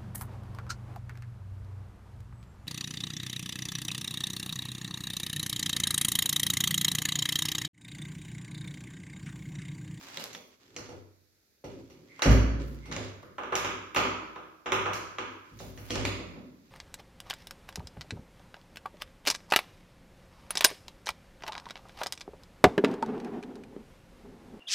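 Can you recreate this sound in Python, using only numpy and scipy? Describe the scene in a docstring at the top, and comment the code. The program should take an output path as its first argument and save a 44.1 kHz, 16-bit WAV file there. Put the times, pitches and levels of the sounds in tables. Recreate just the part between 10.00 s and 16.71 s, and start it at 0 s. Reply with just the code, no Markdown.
"""In a small hard-walled room a lever handle is worked, the door is pushed shut with a thud, the thumb-turn
bolt is thrown to and fro and the door is opened again. Each metal contact is a burst of noise exciting broad
resonances; knocks excite decaying modes of the door leaf and pushes those of the enclosed air. Hand and latch
slide as grainy noise, small parts ping, and a long noisy reverberation answers over a quiet noise floor."""
import sys
import numpy as np
from scipy import signal
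from scipy.fft import rfft, irfft
from scipy.io import wavfile
from scipy.ndimage import uniform_filter1d

SR = 44100
rng = np.random.default_rng(int(sys.argv[2]) if len(sys.argv) > 2 else 0)


def put_to_file(sound):
    """Save the sound as 16-bit audio at rate SR, in the file named by the first command-line argument."""
    columns = np.atleast_2d(sound).T  # one column per channel
    safe = np.clip(columns, -1, 1)
    whole_steps = np.round(safe * 32767)
    wavfile.write(sys.argv[1], SR, whole_steps.astype(np.int16))


def volts(x):
    """Linear amplitude factor 10**(x/20) for a level x in dB, scalar or array-like."""
    e = np.asarray(x, float) / 20
    return 10 ** e


N = 295749  # length in samples

# All levels are relative unless stated.
# Lever and latch contacts, then bolt contacts:
# [t/s, force level/dB, hardness/dB per part, tick level/dB, level into room/dB]
LEVER_CONTACTS = [(0.172,-31.5,7,-17,-34), (0.195,-50,-10,-23,1.5), (0.240,-39,15,-10.5,-15),
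                  (0.331,-42,9.5,-27,-4), (0.349,-31,-1.3,-34,-11.5), (0.764,-33.5,8,-31,-3.5),
                  (0.786,-51.5,-13,-37,1), (0.891,-51,-4,-58,4), (0.924,-50,-2,-53,-7),
                  (1.642,-49.5,-2,-54,6.7), (1.899,-60,-1,-55,10.5), (2.193,-38.5,-8,-45,-1.5),
                  (2.220,-19,0,-19.5,2), (2.256,-48,2,-40,16.5), (2.307,-30,-1.5,-22,4.5),
                  (2.856,-48.5,-5,-58,3.5), (2.913,-38.5,-1.5,-52,7.5), (2.925,-31,5.5,-32,-9),
                  (2.964,-29.5,3,-31,-7.5), (3.229,-52,-16,-39,-5.5), (5.589,-49.5,6.5,-44,6),
                  (5.603,-47.5,-12.5,-36,-3), (5.775,-41,0,-44,-2), (5.899,-38,0.4,-41,-4),
                  (5.905,-28,1.2,-30,0.5), (5.955,-25.5,-1.5,-28,-6), (6.051,-23.5,-1.5,-44,-3)]
BOLT_CONTACTS = [(3.382,-34.5,-16.5,-58,-2.5), (3.434,-35.5,-13,-68,-3), (3.522,-34.5,-16,-59,5.5),
                 (3.554,-21.5,0.5,-12,-3.5), (3.646,-25,-8,-28,-1), (3.947,-26.5,-8,-16.5,-4.5),
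                 (3.961,-17.5,-8,-20,0.5), (4.05,-30.5,-13.5,-51,-2), (4.359,-41,-15,-63,-2),
                 (4.659,-34,-11,-56,4.5), (4.720,-18.5,-9.5,-20.5,-1.5), (4.858,-32.5,-15,-61,3),
                 (4.933,-33,1.5,-21.5,0.5), (5.184,-25.5,-10,-65,-4.5)]
# Resonances of the metal, one list each for clack, snap and edge: [f/Hz, width/Hz, level/dB]
LEVER_BODY = ([(910, 1250, -0.5), (1382, 1030, -1)], [(2147, 620, -1.5), (2900, 240, 0), (3300, 590, -5.5)],
               [(3920, 630, -15), (4650, 590, 1), (4870, 2450, -1.5), (6690, 1200, -2)])
BOLT_BODY = ([(818, 193, -6), (1035, 56, 0), (1187, 190, 2), (1278, 292, 0.5), (1657, 193, -9.5)],
              [(2122, 770, -2), (2456, 325, 5.5), (2603, 313, 3), (3333, 840, -7)], [(3890, 490, -2),
              (5500, 1450, -0.1), (6820, 970, 1.3)])
# Response of clack, snap and edge to a contact of hardness zero: [level/dB of each]
LEVER_PARTS_DB = [29.5, 27, 22.5]
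BOLT_PARTS_DB = [27.5, 29.5, 22]
LEVER_TOUCH_S, BOLT_TOUCH_S = 0.003, 0.003  # decay constants of clack and snap
SHARP_S = 0.0009  # decay constant of edge and tick: the bright part is over sooner

# Small latch parts that tick with a pitch: [t/s, f/Hz, level/dB]
PINGS = [(0.173, 3970, -26.5), (0.174, 2900, -33), (0.241, 5030, -43), (0.349, 3460, -36),
         (2.221, 4000, -20.5), (5.906, 3270, -26), (5.956, 5240, -32.5), (6.052, 2360, -18),
         (6.053, 4400, -27)]
PING_T60_S, PING_ROOM_DB = 0.013, -2  # the T60 holds once the door is shut
# Door modes driven extra by the bolt: [f/Hz, level/dB, T60/s with the door shut]
BOLT_DOOR_MODES = [(377.9, 4.5, 0.33), (553, -29, 0.43)]
BOLT_DOOR_DB = -24

# Knocks of hand, lever and frame on the door: [t/s, knock level/dB, thump level/dB, flex level/dB]
KNOCKS = [(0.174,-39.5,-41.5,-59), (0.213,-42,-54,-72), (0.355,-43.5,-48.5,-72), (0.763,-37,-45,-43),
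          (0.797,-56,-62,-39), (0.889,-37,-74,-41), (0.921,-42,-56,-42), (1.64,-33.5,-45,-35),
          (2.223,-27,-48,-52), (2.257,-17,-14,-8), (2.275,-39,-30,-28), (2.293,-23.5,-26,-16.5),
          (2.886,-44,-36.5,-39), (2.917,-40.5,-38,-51), (2.964,-31.5,-39,-32), (3.228,-45.5,-54,-60),
          (5.515,-74,-46.5,-41), (5.604,-38.5,-40,-43.5), (5.658,-75,-46,-37.5), (5.775,-46,-46,-37.5),
          (5.904,-29,-30.5,-31.5), (5.955,-27.5,-38,-28.5), (6.05,-46,-61,-40.5), (6.190,-37,-40,-64),
          (6.359,-43,-36.5,-71), (6.421,-66,-72,-70)]
# Share of a bolt contact passed into the door: [level/dB for knock, thump, flex]
BOLT_INTO_DOOR_DB = [-15, -22.5, -16.5]
# Growth of each as the contact softens: [dB per dB of hardness lost, for knock, thump, flex]
BOLT_SOFT_SHARE = [1, 0.63, 0.12]
# Modes of the panel (thump list, knock list), of the flexing leaf and of the air between the walls:
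# [f/Hz, level/dB, T60/s with the door shut]
PANEL = ([(172.2, 4, 0.22), (223.5, -2.5, 0.56), (280.4, -1, 0.6)], [(314, -5.5, 0.94), (374.2, 3, 0.32),
          (474, -15, .5), (518, -2, 0.28), (578.7, -6, 0.27)])
FLEX = [(94.5, -1.5, 0.69), (101.45, 6.5, 0.3), (113.6, -5.5, 0.28), (138.4, -5, 0.69)]
SWAY = [(44, -17, 0.32), (57.35, -2, 1), (77.6, -12, 1)]
# Moments when the leaf stops and pumps the room air: [t/s, level/dB]
AIR_PUSHES = [(1.641, -52), (2.277, -14), (6.053, -35.5)]
SWAY_OPEN_DB, SWAY_SHUT_DB = -34, -11.5  # boom relative to flex, before and after shutting
SHUT_S = 2.15  # excitation before this time meets an open doorway
OPEN_RING = 0.69  # share of each T60 left while the doorway lets sound out

# Hand and latch sliding, one curve per movement: [t/s, rustle level/dB, rumble level/dB]
SLIDING = [
    [(0.0, -54.5, -59.5), (0.226, -42.5, -60), (0.292, -50.5, -57), (0.35, -52.5, -62), (0.45, -77, -68),
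     (0.55, -64, -91)],
    [(0.6, -66, -71), (0.738, -65, -59), (0.868, -57, -74), (0.928, -69, -53), (0.998, -67, -93)],
    [(1.7, -62, -52), (1.806, -65, -47.5), (1.864, -69.5, -60), (2.014, -72.5, -56), (2.2, -59.5, -68)],
    [(2.6, -50.5, -39), (2.672, -62, -61.5), (2.742, -62.5, -106), (2.904, -66, -47), (3.036, -48, -70),
     (3.216, -75, -111)],
    [(5.45, -69, -76), (5.616, -64, -65), (5.79, -70.5, -82), (5.96, -43.5, -63), (6.066, -46.5, -36.5),
     (6.124, -68, -54), (6.296, -85, -66), (6.386, -85, -66), (6.552, -77, -84), (6.7, -68.5, -93)],
]
# Spectrum shape of the rustle: [f/Hz, level/dB per Hz]
RUSTLE = [(410, -37), (700, 0), (752, 10), (1730, 9.5), (3160, 7.5), (6080, 4), (8000, -61), (10400, -105),
          (17600, -120)]
# Skin brushing over the lever: [start t/s, length/s, level/dB]
BRUSHES = [(0.0, 0.17, -65.5), (0.34, 0.15, -72), (2.67, .08, -68), (5.62, 0.067, -62), (5.8, 0.08, -61.5)]
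BRUSH_RISE_DB_S, BRUSH_FALL_DB_S = 188, 246
# Latch tongue squeaking along the strike plate: [start t/s, length/s, level/dB]
SQUEAKS = [(2.11, 0.11, -58), (2.84, 0.11, -58)]
# Resonance of the squeak: [f/Hz, width/Hz, level/dB]
SQUEAK_BODY = [(2110, 330, 0)]
SQUEAK_RISE_DB_S, SQUEAK_FALL_DB_S = 483, 710

# Reverberation with the door shut: [f/Hz, T60/s]
ROOM_T60 = [(200, 0.94), (450, 1), (760, 0.59), (1200, 0.97), (1800, 0.87), (2500, 0.7), (3800, 0.75),
            (6000, 0.64), (12000, 0.4)]
# Correlation of left and right in diffuse noise: [f/Hz, likeness from -1 to 1]
LIKENESS = [(60, 0.38), (250, 0.9), (500, 0.38), (1000, -0.14), (2000, 0.064), (4000, 0.025), (8000, -0.33),
            (14000, 0.12)]
# Spectrum shape of the noise floor: [f/Hz, level/dB per Hz]
FLOOR = [(18, -37), (30, 6.5), (90, 12), (170, 6), (404, 7.5), (1160, -9.5), (1760, 4), (3060, -9),
         (5740, 7.5), (6900, -20), (8300, -41), (13000, 2), (16000, -15)]
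FLOOR_DB = -71  # rms of the floor in the dry mix
# Difference in colour of the two microphones: [f/Hz, left minus right level/dB]
LEANING = [(60, -1), (180, -1), (550, 0), (1650, -1.5), (4970, -5.5), (15000, 6.5)]
EDGES = 40 * 2 ** np.arange(0, 9, 0.5)  # half-octave band edges, f/Hz


def lock(contacts, body, parts_db, tau_s):
    """Impact excitation of resonators: returns the direct metal sound and the blow sent into the room."""
    s, force_db, hardness_db, tick_db, room_db = np.transpose(contacts)
    sign = rng.choice([-1, 1], (len(s), 4))

    def clack(x):
        return resonate(x, body[0])

    def snap(x):
        return resonate(x, body[1])

    def edge(x):
        return band(resonate(x, body[2]), 3530, 7960, order=3)

    def tick(x):
        return band(x, 8600, 14400) + volts(-14) * band(x, 7150, 9260)

    colours = [clack, snap, edge, tick]
    # a harder contact favours the edge over the clack
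    parts = [force_db + db + (k - 1) * hardness_db for k, db in enumerate(parts_db)]
    levels = volts(parts + [tick_db])
    taus = [tau_s, tau_s, SHARP_S, SHARP_S]
    straight, send = 0, 0
    for colour, gain, tau in zip(colours, levels, taus):
        straight = straight + colour(bursts(s, gain, tau))
    for colour, gain, flip in zip(colours, levels, sign.T):
        send = send + colour(spikes(s, gain * volts(room_db) * flip))
    return straight, send


def bursts(times, gains, tau_s):
    """Contact chatter: unit-energy noise under an exponential decay, scaled for each contact."""
    length = 1000
    out = np.zeros(N + length)
    decay = np.exp(-np.arange(length) / (tau_s * SR))
    chatter = rng.standard_normal((len(times), length)) * decay
    for s, gain, shape in zip(times, gains, chatter):
        start = round(s * SR)
        out[start:start + length] += gain * shape / np.sqrt(np.sum(shape ** 2))
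    return out[:N]


def latch_pings():
    """Free vibration of small latch parts: each impulse starts one briefly ringing mode."""
    return sum(ring(spikes(np.array([s]), volts(db)), [(hz, 0, PING_T60_S)]) for s, hz, db in PINGS)


def bolt_door_hum():
    """Modal hum of the door under the bolt's contacts, stronger for softer ones."""
    s, force_db, hardness_db, _, room_db = np.transpose(BOLT_CONTACTS)
    gains = volts(force_db - hardness_db + room_db + BOLT_DOOR_DB)
    return band(strike(s, gains, BOLT_DOOR_MODES, spread_db=3.0), 306, 800)


def door():
    """Modal vibration of a struck plate: returns its ring, the dull blows and the boom of the air."""
    softness = np.array(BOLT_SOFT_SHARE)
    from_bolt = []
    for s, force, hard, _, wet in BOLT_CONTACTS:
        from_bolt.append((s, *(force - hard * softness + wet + BOLT_INTO_DOOR_DB)))
    s, knock_db, thump_db, flex_db = np.transpose(KNOCKS + from_bolt)

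    sway_db = np.where(s < SHUT_S, SWAY_OPEN_DB, SWAY_SHUT_DB)
    push_s, push_db = np.transpose(AIR_PUSHES)
    pushes = spikes(s, volts(flex_db + sway_db)) + spikes(push_s, volts(push_db))

    sign = rng.choice([-1, 1], (len(s), 2))
    knock_blows = band(spikes(s, sign[:, 0] * volts(knock_db + 5)), 273, 692)
    thump_blows = band(spikes(s, sign[:, 1] * volts(thump_db + 10.5)), 170, 285)
    blows = knock_blows + thump_blows

    knock = band(strike(s, volts(knock_db - 14.5), PANEL[1], spread_db=2.0), 266, 710)
    thump = band(strike(s, volts(thump_db - 15), PANEL[0], spread_db=-3.5), 95, 363)
    flex = band(strike(s, volts(flex_db - 10.0), FLEX, spread_db=3.0), 40, 180)
    boom = band(ring(pushes, SWAY), 31, 120)
    return knock + thump + flex + volts(23.0) * blows, blows, boom


def strike(times, gains, modes, spread_db):
    """Modal participation: each knock lands on another spot and drives every mode by its own amount."""
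    spot = volts(spread_db * rng.standard_normal((len(times), len(modes))))
    out = 0
    for k, mode in enumerate(modes):
        out = out + (-1) ** k * ring(spikes(times, gains * spot[:, k]), [mode])
    return out


def sliding():
    """Dry friction: returns grainy rubbing with brushes and squeaks, and the drag that shakes the panel."""
    quiet = [-110, -110]
    rows = []
    for curve in SLIDING:
        rows += [(curve[0][0] - 0.02, *quiet)] + list(curve) + [(curve[-1][0] + 0.045, *quiet)]
    rows = np.array(rows)
    t = np.arange(N) / SR
    rustle_db, rumble_db = (np.interp(t, rows[:, 0], column) for column in rows.T[1:])

    # on average 400 grains per second, of uneven strength
    strength = volts(6 * np.minimum(rng.exponential(1, N), 3))
    grains = uniform_filter1d(strength * (rng.random(N) < 400 / SR), size=60)
    grains = 1 + 0.54 * rms_one(grains)

    rustle = rms_one(stereo_bands(N, lambda hz: volts(at_hz(RUSTLE, hz))) * grains)
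    hiss = rms_one(band(rng.standard_normal((2, N)), 9500, 15500) * grains)
    squeak = rms_one(resonate(resonate(rng.standard_normal((2, N)), SQUEAK_BODY), SQUEAK_BODY))
    rubbing = rustle * volts(rustle_db)
    rubbing = rubbing + hiss * swells(BRUSHES, BRUSH_RISE_DB_S, BRUSH_FALL_DB_S)
    rubbing = rubbing + squeak * swells(SQUEAKS, SQUEAK_RISE_DB_S, SQUEAK_FALL_DB_S)

    damped_modes = [(hz, db, 0.15 * t60) for hz, db, t60 in PANEL[0] + PANEL[1]]
    drag = rms_one(ring(band(rng.standard_normal(N), 77, 1280), damped_modes))
    return rubbing, drag * volts(rumble_db)


def swells(rows, rise_db_s, fall_db_s):
    """Exponential envelopes: gain rises to each start, holds for the length and decays."""
    t = np.arange(N) / SR
    out = 0
    for s, length, db in rows:
        rise = rise_db_s * np.maximum(s - t, 0)
        fall = fall_db_s * np.maximum(t - s - length, 0)
        out = out + volts(db - rise - fall)
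    return out


def room(x, onset_s):
    """Diffuse reverberation: dense noise decays in each band, faster for sound made before the door shuts."""
    t = np.arange(round(1.2 * SR)) / SR
    is_open = np.arange(N) < SHUT_S * SR
    answer = stereo_bands(len(t), lambda hz: volts(-60 * t / at_hz(ROOM_T60, hz)))
    answer = answer * (1 - np.exp(-(t / onset_s) ** 2))  # brief build-up
    answer /= np.sqrt(np.sum(answer ** 2) / 2)
    out = 0
    for part, leak_db_s in ((is_open, 30), (~is_open, 0)):
        leaking = answer * volts(-leak_db_s * t)
        out = out + signal.fftconvolve((x * part)[None], leaking, axes=1)[:, :N]
    return out


def noise_floor():
    """Stationary random noise with a fixed spectrum."""
    return volts(FLOOR_DB) * rms_one(stereo_bands(N, lambda hz: volts(at_hz(FLOOR, hz))))


def stereo_bands(length, gain_at):
    """Partial coherence: half-octave noise bands, each with its own gain and left-right correlation."""
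    out = 0
    white = rng.standard_normal((2, 2, length))
    for k, (low, high) in enumerate(zip(EDGES, EDGES[1:])):
        mid, side = band(white[k % 2], low, high)
        hz = np.sqrt(low * high)
        alike = np.clip(at_hz(LIKENESS, hz), -1, 1)
        pair = np.sqrt(1 + alike) * mid + np.sqrt(1 - alike) * side * [[1], [-1]]
        out = out + gain_at(hz) * pair
    return out


def ring(clicks, modes):
    """Damped oscillators in parallel; excitation before the door shuts decays sooner."""
    out = 0
    is_open = np.arange(N) < SHUT_S * SR
    for k, (hz, db, t60) in enumerate(modes):
        w = 2 * np.pi * hz / SR
        for part, share in ((is_open, OPEN_RING), (~is_open, 1)):
            r = volts(-60 / (share * t60 * SR))
            feed = [0, volts(db) * np.sin(w)]
            back = [1, -2 * r * np.cos(w), r * r]
            out = out + (-1) ** k * signal.lfilter(feed, back, clicks * part + 1e-18)
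    return out


def resonate(x, body):
    """Broad two-pole resonances in parallel, with alternating signs."""
    out = 0
    for k, (hz, width_hz, db) in enumerate(body):
        r = np.exp(-np.pi * width_hz / SR)
        feed = [(1 - r * r) / 2, 0, (r * r - 1) / 2]
        back = [1, -2 * r * np.cos(2 * np.pi * hz / SR), r * r]
        out = out + (-1) ** k * volts(db) * signal.lfilter(feed, back, x + 1e-18)
    return out


def spikes(times, gains):
    """Impulse excitation: one single-sample click per time."""
    out = np.zeros(N)
    out[np.round(times * SR).astype(int)] = gains
    return out


def band(x, low_hz, high_hz, order=2):
    """Butterworth band-pass filtering."""
    sos = signal.butter(order, [low_hz, high_hz], "band", fs=SR, output="sos")
    return signal.sosfilt(sos, x + 1e-18)


def rms_one(x):
    """Normalisation to unit rms."""
    return x / np.sqrt(np.mean(x ** 2) + 1e-20)


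def at_hz(points, hz):
    """Linear interpolation of a table on a log-frequency axis."""
    points = np.array(points)
    return np.interp(np.log(hz), np.log(points[:, 0]), points[:, 1])


def scene():
    """Superposition of direct sound, reverberation and noise floor."""
    lever, lever_send = lock(LEVER_CONTACTS, LEVER_BODY, LEVER_PARTS_DB, tau_s=LEVER_TOUCH_S)
    bolt, bolt_send = lock(BOLT_CONTACTS, BOLT_BODY, BOLT_PARTS_DB, tau_s=BOLT_TOUCH_S)
    rubbing, drag = sliding()
    wood, blows, boom = door()
    pings, hum = latch_pings(), bolt_door_hum()

    send = volts(PING_ROOM_DB) * pings + volts(6.5) * (lever_send + bolt_send)
    send = send + volts(32.0) * blows + volts(-3.5) * (wood + drag)
    floor = noise_floor()
    # left lags by two samples, which widens the treble of the metal
    metal = np.array([np.roll(lever + bolt, 2), lever + bolt])
    direct = metal + pings + hum + wood + boom + drag
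    return direct + room(send, onset_s=0.00057) + rubbing + floor


def low_pass(x):
    """Removes everything above the highest recorded frequency."""
    return signal.sosfilt(signal.butter(12, 16640, fs=SR, output="sos"), x)


def record(dry):
    """Linear filtering: two microphones of different colour, with the top cut at 16.2 kHz."""
    hz = np.maximum(np.fft.rfftfreq(N, 1 / SR), 1)
    lean = volts(at_hz(LEANING, hz) * np.array([[0.5], [-0.5]])) * (hz < 16200)
    mix = irfft(rfft(dry) * lean, N)
    return low_pass(mix)


dry = scene()
out = record(dry)
put_to_file(out)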